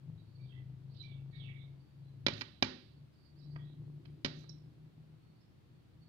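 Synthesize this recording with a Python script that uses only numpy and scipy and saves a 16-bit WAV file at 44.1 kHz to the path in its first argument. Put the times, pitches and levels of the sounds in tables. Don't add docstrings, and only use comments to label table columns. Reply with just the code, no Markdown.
import sys
import numpy as np
from scipy import signal
from scipy.fft import rfft, irfft
from scipy.io import wavfile
from scipy.ndimage import uniform_filter1d

SR = 44100
rng = np.random.default_rng(int(sys.argv[2]) if len(sys.argv) > 2 else 0)


def transcribe(signal):
    frames = np.atleast_2d(signal).T
    limited = np.clip(frames, -1, 1)
    pcm = np.round(limited * 32767).astype(np.int16)
    wavfile.write(sys.argv[1], SR, pcm)


def gain_from_db(level_db):
    decades = np.asarray(level_db, float) / 20
    return 10 ** decades


N = 268172

# pitch_hz, level_db, t60_s (seconds to fade by 60 dB)
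GLASS_TONES = [(1942, -8, 0.053), (2355, -7.5, 0.077), (2790, -22, 0.0731), (3293, -23.5, 0.016),
               (3987, -6, 0.013), (4118, -22.5, 0.11), (4520, -32, 0.2), (4920, 1.5, 0.012),
               (5800, -24, 0.021), (6100, -37, 0.34), (6315, -35.5, 0.16), (7030, -4.5, 0.072)]


def evened(x):
    return x / np.sqrt(np.mean(x ** 2) + 1e-20)


def smoothed_twice(x, first, second):
    return evened(uniform_filter1d(uniform_filter1d(x, first), second))


def read(points, hz):
    table_hz, value = np.transpose(points)
    return np.interp(np.log(hz + 1), np.log(table_hz + 1), value)


def add(mix, start_s, sound):
    part = mix[round(start_s * SR):][:len(sound)]
    part += sound[:len(part)]


def coloured(x, points):
    size = x.shape[-1]
    gain = gain_from_db(read(points, np.fft.rfftfreq(size, 1 / SR)))
    return irfft(rfft(x) * gain, size)


def causal(points):
    hz = abs(np.fft.fftfreq(2048, 1 / SR))
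    log_gain = np.log(gain_from_db(read(points, hz)))
    return np.fft.ifft(np.exp(np.conj(signal.hilbert(log_gain)))).real[:1024]


def ring(modes, chance, spread_db):
    t = np.arange(SR // 3) / SR
    total = np.zeros(len(t))
    for (hz, db, t60), luck in zip(modes, chance):
        total += gain_from_db(db + spread_db * luck - 60 * t / t60) * np.sin(2 * np.pi * hz * t)
    return total


def tails(t60_of, gap_s):
    taps = np.zeros((2, SR))
    start = np.arange(round(gap_s * SR), SR - 20, 20)
    at = start + rng.integers(0, 20, (2, len(start)))
    np.put_along_axis(taps, at, rng.choice([-1., 1.], (2, len(start))), 1)
    hz, t, z = signal.stft(taps, SR, nperseg=256)
    fade_db = -60 * t / read(t60_of, hz)[:, None]
    tail = signal.istft(z * gain_from_db(fade_db), SR, nperseg=256)[1]
    return tail / np.linalg.norm(tail[0])


def arch(length_s, peak_at, start_db, end_db):
    u = np.arange(round(length_s * SR)) / (length_s * SR)
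    level_db = np.interp(u, [0, np.clip(peak_at, .02, .98), 1], [start_db, 0, end_db])
    return u, signal.windows.tukey(len(u), .15) * gain_from_db(level_db)


def peck(start_s, db, thud_db, bright_hz, breadth):
    # pitch_hz, level_db (per Hz)
    crack_colour = [(150, -23.5), (500, -0.5), (1200, 0), (2300, -6), (4000, -4.5), (5200, -8.5),
                    (6500, -20), (8000, -44.5), (15000, -63)]
    # pitch_hz, level_db, t60_s
    bending = [(109.14, -21.5, 0.15), (269, 0, 0.055), (369.5, 2.5, 0.029), (538.6, 2, 0.022)]
    noise = rng.standard_normal(1024)
    chance = rng.standard_normal((2, 30))
    t = np.arange(1024) / SR
    contact = (1 - np.exp(-t / .002)) * np.exp(-t / .0028)

    breadth = max(breadth, 1.05)
    bump = [(bright_hz / breadth ** 2, -30), (bright_hz / breadth, -9), (bright_hz, 0), (bright_hz * breadth, -9)]
    colour = np.convolve(causal(crack_colour), causal(bump))[:1024]
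    crack = np.convolve(noise * contact, colour)
    crack = gain_from_db(db + 9.5) * crack / abs(crack).max()

    blow = colour * np.linalg.norm(crack) / np.linalg.norm(colour)
    glass = np.convolve(blow, ring(GLASS_TONES, chance[0], spread_db=2.0))

    high_pass = signal.butter(N=2, Wn=85, btype="high", fs=SR)
    thud = -signal.lfilter(*high_pass, ring(bending, chance[1], spread_db=2.5))
    thud = np.roll(thud / abs(thud).max(), 25)
    thud[:1024] -= .5 * np.exp(-((t - .0017) / 0.0003) ** 2)
    thud = gain_from_db(db + thud_db + 11) * thud

    direct, spread = np.zeros((2, SR // 2))
    for part in (crack, gain_from_db(-28.0) * glass, thud):
        add(direct, 0, part)
    add(spread, 0, blow)
    add(spread, 0, gain_from_db(3.5) * thud)
    return start_s - .0015, direct, spread


def beak():
    # start_s, level_db
    clicks = [
        (2.2654, -52),
        (2.3363, -80),
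        (2.379, -79),
        (2.4195, -67),
        (4.2483, -66),
    ]
    # pitch_hz, level_db (per Hz)
    click_colour = [(6500, -42), (8000, -1), (13500, -5), (14800, -31.5)]
    out = np.zeros(N)
    t = np.arange(1024) / SR
    swell = (1 - np.exp(-t / .001)) * np.exp(-t / .0044)
    for start_s, db in clicks:
        tick = evened(coloured(rng.standard_normal(1024), click_colour)) * swell
        add(out, start_s - .0015, gain_from_db(db) * tick)
    return out


def claws():
    # start_s, level_db
    scrapes = [
        (3.5622, -44),
        (4.0558, -51.5),
        (4.4414, -58),
    ]
    # pitch_hz, level_db, t60_s
    frame_tones = [
        [(650, -13, .008), (1250, 0, .012), (1600, -2, .008), (1950, 3, .012), (2400, 1, .008), (3100, 0, .006),
         (4750, 5, .014)],
        [(2550, -4, .022), (3200, -1, .022), (3600, -4, .012), (4150, 3, .018), (4800, 8, .015), (5400, 6, .01)],
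        [(1300, -3, .015), (1750, -2, .015), (2150, -3, .015), (4100, 5, .02)],
    ]
    out = np.zeros(N)
    for (start_s, db), modes in zip(scrapes, frame_tones):
        tap = np.convolve(np.hanning(14), ring(modes, np.zeros(len(modes)), spread_db=0))
        tap /= abs(tap).max()
        for late_s, slip_db in ((0, -2), (.0031, 3), (.0074, -8.5)):
            add(out, start_s - .002 + late_s, gain_from_db(db + 7.5 + slip_db) * tap)
    return out


def wings():
    # start_s, length_s, level_db (loudest)
    brushes = [
        (2.34, .05, -67),
        (2.385, 0.044, -60.5),
        (4.332, 0.116, -69),
    ]
    # pitch_hz, level_db
    feather_colour = [(300, -8), (1000, 2.5), (3000, -7.5), (6000, 13.5), (9000, -15), (13000, -8.5),
                      (14500, -9.5), (16000, -24)]
    out = np.zeros(N)
    for start_s, length_s, db in brushes:
        gain = arch(length_s, .6, -11.5, -8)[1]
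        noise, strokes = rng.standard_normal((2, SR // 4))
        strokes = gain_from_db(3 * evened(uniform_filter1d(strokes, 150)))
        rustle = coloured(noise, feather_colour) * strokes
        add(out, start_s, rustle[:len(gain)] * gain_from_db(db) * gain)
    return out


def room_echo(send):
    # pitch_hz, t60_s
    echo_times = [(100, 0.51), (300, 0.52), (600, 0.48), (1200, 0.36), (3000, 0.54), (4700, 0.56),
                  (6500, 0.35), (10000, 0.44)]
    left, right = signal.fftconvolve(send[None], tails(echo_times, 0.0043), axes=1)[:, :N]
    shared_bass = coloured(right - left, [(350, 0), (900, -30)])
    return np.array([left + shared_bass, right])


def through_pane(x):
    modes = [(hz, db / 3, min(t60, .04)) for hz, db, t60 in GLASS_TONES]
    glass = ring(modes, np.zeros(len(modes)), spread_db=0)
    return x + gain_from_db(-39) * signal.fftconvolve(x, glass[None], axes=1)[:, :N]


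def yard_birds():
    # start_s, length_s, level_db (loudest), first_pitch_hz, last_pitch_hz
    whistles = [(.171, 0.11, -69, 3890, 3851), (.381, 0.14, -69.5, 2350, 2357),
                (.541, 0.13, -60.5, 2000, 2010), (.501, 0.11, -63.5, 2710, 2670),
                (1.021, 0.19, -56.5, 2361, 2170), (1.321, 0.2, -57.5, 2230, 2199),
                (1.311, .12, -67, 1833, 1851), (1.511, 0.2, -58.5, 2187, 2171),
                (1.781, .31, -72.5, 4601, 4580), (2.035, .12, -70, 4100, 4050),
                (3.111, 0.11, -71.5, 4945, 4931), (3.401, 0.17, -73.5, 3940, 4050),
                (3.575, .21, -63, 3366, 3245), (3.841, .2, -79.5, 4401, 4390),
                (4.501, 0.19, -65, 5421, 5260), (5.211, .05, -72, 1290, 1301),
                (5.19, 0.21, -74.5, 4376, 4383), (5.39, 0.25, -78.5, 5290, 5290),
                (5.73, .14, -80, 4380, 4380), (6.0, .2, -65, 4438, 4550)]
    chips = [
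        (.49, 0.082, -52, 3282, 3384),
        (.995, .07, -44.5, 4020, 3927),
        (1.485, 0.048, -43, 2266, 2184),
        (4.492, 0.018, -40.5, 5510, 5420),
    ]
    churrs = [(.18, 0.42, -71.5, 4420, 4520), (.4, 0.21, -68, 3800, 3420), (.49, 0.13, -68, 3164, 3250),
              (.5, 0.085, -73, 2170, 1943), (.88, .32, -70.5, 4350, 4370), (.94, 0.24, -67, 3050, 3245),
              (1.03, .17, -64, 3660, 3530), (1.1, 0.16, -73, 2800, 2605), (1.3, .2, -69.5, 4420, 4310),
              (1.32, .23, -56, 3814, 3240), (1.41, 0.16, -60.5, 2690, 2790),
              (1.54, 0.141, -61.5, 3540, 3660), (3.15, .19, -67, 4670, 4537), (3.35, 0.25, -67, 4552, 4620),
              (3.38, 0.096, -67.5, 4900, 5220), (3.63, 0.14, -67.5, 3766, 3810),
              (4.39, 0.19, -64, 4100, 4050), (5.34, .13, -76.5, 4590, 4450), (2.5, .11, -71, 4010, 3900),
              (2.84, 0.19, -73.5, 4510, 4458)]
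    sweeps = [
        (1.395, .095, -50.5, 3560, 2187),
    ]
    shrieks = [
        (.935, 0.2, -56, 4544, 3480),
        (1.33, 0.11, -64, 4020, 3650),
    ]
    # loudest place (0-1), start_db, end_db, buzz_hz
    kinds = [(whistles, (0.18, -8, -20, 59.5)), (chips, (0.06, -4, -17.5, 87)),
             (churrs, (0.73, -2, -29.5, 167.5)), (sweeps, (0, -14, -5, 121)), (shrieks, (.3, -9, -15, 600))]
    flutter_db = 3.5
    out = np.zeros(N)
    for notes, (*shape, buzz_hz) in kinds:
        for start_s, length_s, db, first_hz, last_hz in notes:
            u, gain = arch(length_s, *shape)
            buzz = smoothed_twice(rng.standard_normal(SR // 2), 50, 50)[:len(u)]
            hz = first_hz + (last_hz - first_hz) * u + buzz_hz * buzz
            flutter = smoothed_twice(rng.standard_normal(SR // 2), 700, 500)[:len(u)]
            tone = np.sin(2 * np.pi * np.cumsum(hz) / SR)
            add(out, start_s, gain_from_db(db + flutter_db * flutter - 1) * gain * tone)
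    leaves = tails([(1000, 0.087), (6000, 0.086)], 0.000989)
    walls = tails([(1500, 0.49), (6000, 0.25)], .02)
    blurred = signal.fftconvolve(out[None], .62 * leaves + .3 * walls, axes=1)[:, :N]
    return blurred + 0.6 * out


def engine_tones(t, cycle_hz, fifth_db, fourth_db, fade_db):
    turn = 2 * np.pi * np.cumsum(cycle_hz) / SR
    waver = sum(np.sin(2 * np.pi * (f * t + rng.random())) for f in np.geomspace(1.1, 6.3, num=9))
    waver = evened(waver)
    room_fade_db = .6 * fade_db
    tones = [(4 * turn, fourth_db + .25 * fade_db),
             (5 * turn, fifth_db + fade_db),
             (2 * np.pi * 158 * t, fourth_db + room_fade_db - 4 + 4 * waver)]
    total = np.zeros(N)
    for angle, db in tones:
        total += np.sqrt(2) * gain_from_db(db) * np.sin(angle + 2 * np.pi * rng.random())
    hum_db = -71 + room_fade_db + 2 * waver[::-1]
    return total + gain_from_db(hum_db) * np.sin(2 * np.pi * 74.8 * t)


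def engine_noise(t, load_db):
    # pitch_hz, level_db (per Hz)
    rumble_colour = [(12, -53), (20, -23.5), (70, -9), (113, -1.5), (139, -3.5), (159, -7.5), (199, -11),
                     (232, -18), (536, -39), (1200, -51.5), (1560, -80.5), (2640, -120)]
    boom_colour = [(200, -27), (290, 6), (340, 3), (450, -16), (700, -46.5)]
    a, b, c, d = rng.standard_normal((4, N))
    rumble = evened(coloured(np.array([a + 0.1 * b, a - 0.12 * b]), rumble_colour))
    boom = evened(coloured(np.array([c + 0.96 * d, c - 0.4026 * d]), boom_colour))
    swell_db = 9 * np.exp(-((t - 4.15) / .6) ** 2)
    return rumble * gain_from_db(0.54 * load_db - 62), boom * gain_from_db(0.296 * load_db - 71.5 + swell_db)


def engine():
    # start_s, cycle_rate_hz, fifth_level_db, fourth_level_db (tones at 5 and 4 times the rate)
    running = [(0.0, 27.27, -60, -74), (.1, 27.3, -51.5, -52), (.24, 26.96, -69, -58.5),
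               (.45, 25.86, -45.5, -63.5), (.78, 26.01, -51, -58.5), (.92, 27, -48.5, -58.5),
               (1.4, 27.2, -47.5, -57.5), (1.78, 27.26, -53, -65), (1.88, 27.3, -68.5, -88),
               (2.0, 27.3, -53, -67.5), (2.33, 27.18, -54.5, -47.5), (2.56, 27.6, -74.5, -73),
               (3.05, 28.46, -57.5, -62.5), (3.13, 28.8, -80.5, -88), (3.52, 29.22, -45.5, -62),
               (3.8, 29.16, -48.5, -56.5), (5.15, 30.9, -56.5, -66.5), (6.08, 32, -62, -66.5)]
    # middle_s, depth_db, half_width_s
    fades = [(0.508, -11, 0.063), (0.809, -10, 0.052), (1.0, -7.5, 0.14), (1.338, -11, 0.042),
             (2.76, -24, 0.11), (3.73, -10, .06), (4.03, -15.5, .06), (4.2, -25, 0.062),
             (4.45, -5.5, 0.046), (4.621, -4, 0.048), (4.76, -17, 0.083), (4.939, -20.5, 0.063),
             (5.05, -9, .07), (5.23, -19, .1), (5.44, -30.5, 0.17), (5.65, -25, 0.084), (5.88, -23.5, .1)]
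    t = np.arange(N) / SR
    s, *columns = np.transpose(running)
    cycle_hz, fifth_db, fourth_db = (np.interp(t, s, column) for column in columns)
    fade_db = sum(db * np.maximum(1 - abs(t - at) / half, 0) for at, db, half in fades)
    tones = engine_tones(t, cycle_hz, fifth_db, fourth_db, fade_db)
    loudest_db = np.maximum(fifth_db + 0.39 * fade_db, fourth_db + 6)
    rumble, boom = engine_noise(t, uniform_filter1d(loudest_db, size=4410) + 48.5)
    late = np.array([np.roll(tones, 14), tones])
    left_lead_db = 5 - 0.53 * t
    pan_db = np.array([[.5], [-.5]]) * left_lead_db
    return (late + rumble) * gain_from_db(pan_db) + boom


def slipped(x, slip_s, edge_s):
    at = np.arange(N)
    blocks = np.arange(N // 882 + 2)
    slips = (-1.) ** blocks * rng.uniform(.45, .85, len(blocks))
    slip = slip_s * SR * slips[(at + 860) // 882]
    slip = uniform_filter1d(slip, max(round(edge_s * SR), 1))
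    return np.array([np.interp(at + slip, at, channel) for channel in x])


def covered_port(x):
    # pitch_hz, level_db
    cover = [(60, 4), (170, 4), (300, 3), (500, 0), (800, -3), (1350, -3.5), (2270, -13), (3800, -31),
             (6800, -33), (8800, -8), (12000, -4)]
    return gain_from_db(-1.5) * np.roll(signal.oaconvolve(x, causal(cover))[:N], shift=5)


def port_hiss():
    # pitch_hz, level_db (per Hz)
    hiss_colour = [(30, -19.5), (100, -4), (200, -7.5), (300, -14.5), (600, -22.5), (1000, -26.5),
                   (2000, -30.5), (4400, -32.5), (5500, -40.5), (7000, -44), (10000, -46), (14500, -46.5)]
    hiss = coloured(rng.standard_normal((2, N)), hiss_colour)
    high = np.std(coloured(hiss[0], [(500, -59), (650, 1)]))
    return gain_from_db(-78.5 + 3) * hiss / high


def scene():
    # start_s, blow_db, thud_db (against the blow), brightest_hz, breadth (a ratio of pitches)
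    strikes = [(2.2664, -22.5, -10.5, 3515, 2.75), (2.2842, -30, -9.5, 3260, 12),
               (2.3363, -44, -12, 4090, 1.08), (2.3806, -46.5, -16, 3450, 2.2),
               (2.4113, -36, -17.5, 3600, 3.7), (2.418, -38, -15, 3307, 3.2), (2.626, -22, -9.5, 4920, 15),
               (2.6454, -39.5, -15, 4540, 2.26), (4.2486, -28, -10, 4460, 3.7),
               (4.2611, -37.5, -10.5, 4100, 6.6), (4.2827, -50.5, -2, 3850, 1.8),
               (4.4959, -55, -10.5, 5170, 1.21)]
    rustle, scrapes = wings(), claws()
    near = rustle + scrapes + beak()
    send = rustle + gain_from_db(2.5) * scrapes
    for strike in strikes:
        start_s, direct, spread = peck(*strike)
        add(near, start_s, direct)
        add(send, start_s, spread)
    left, right = near + through_pane(gain_from_db(-11) * room_echo(send) + yard_birds())
    ports = np.array([covered_port(left), right])
    return ports + slipped(engine(), slip_s=0.00041, edge_s=.0006)


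def low_pass(x):
    return signal.sosfilt(signal.butter(12, 15480, fs=SR, output="sos"), x)


def record(dry):
    return low_pass(dry + port_hiss())


dry = scene()
out = record(dry)
transcribe(out)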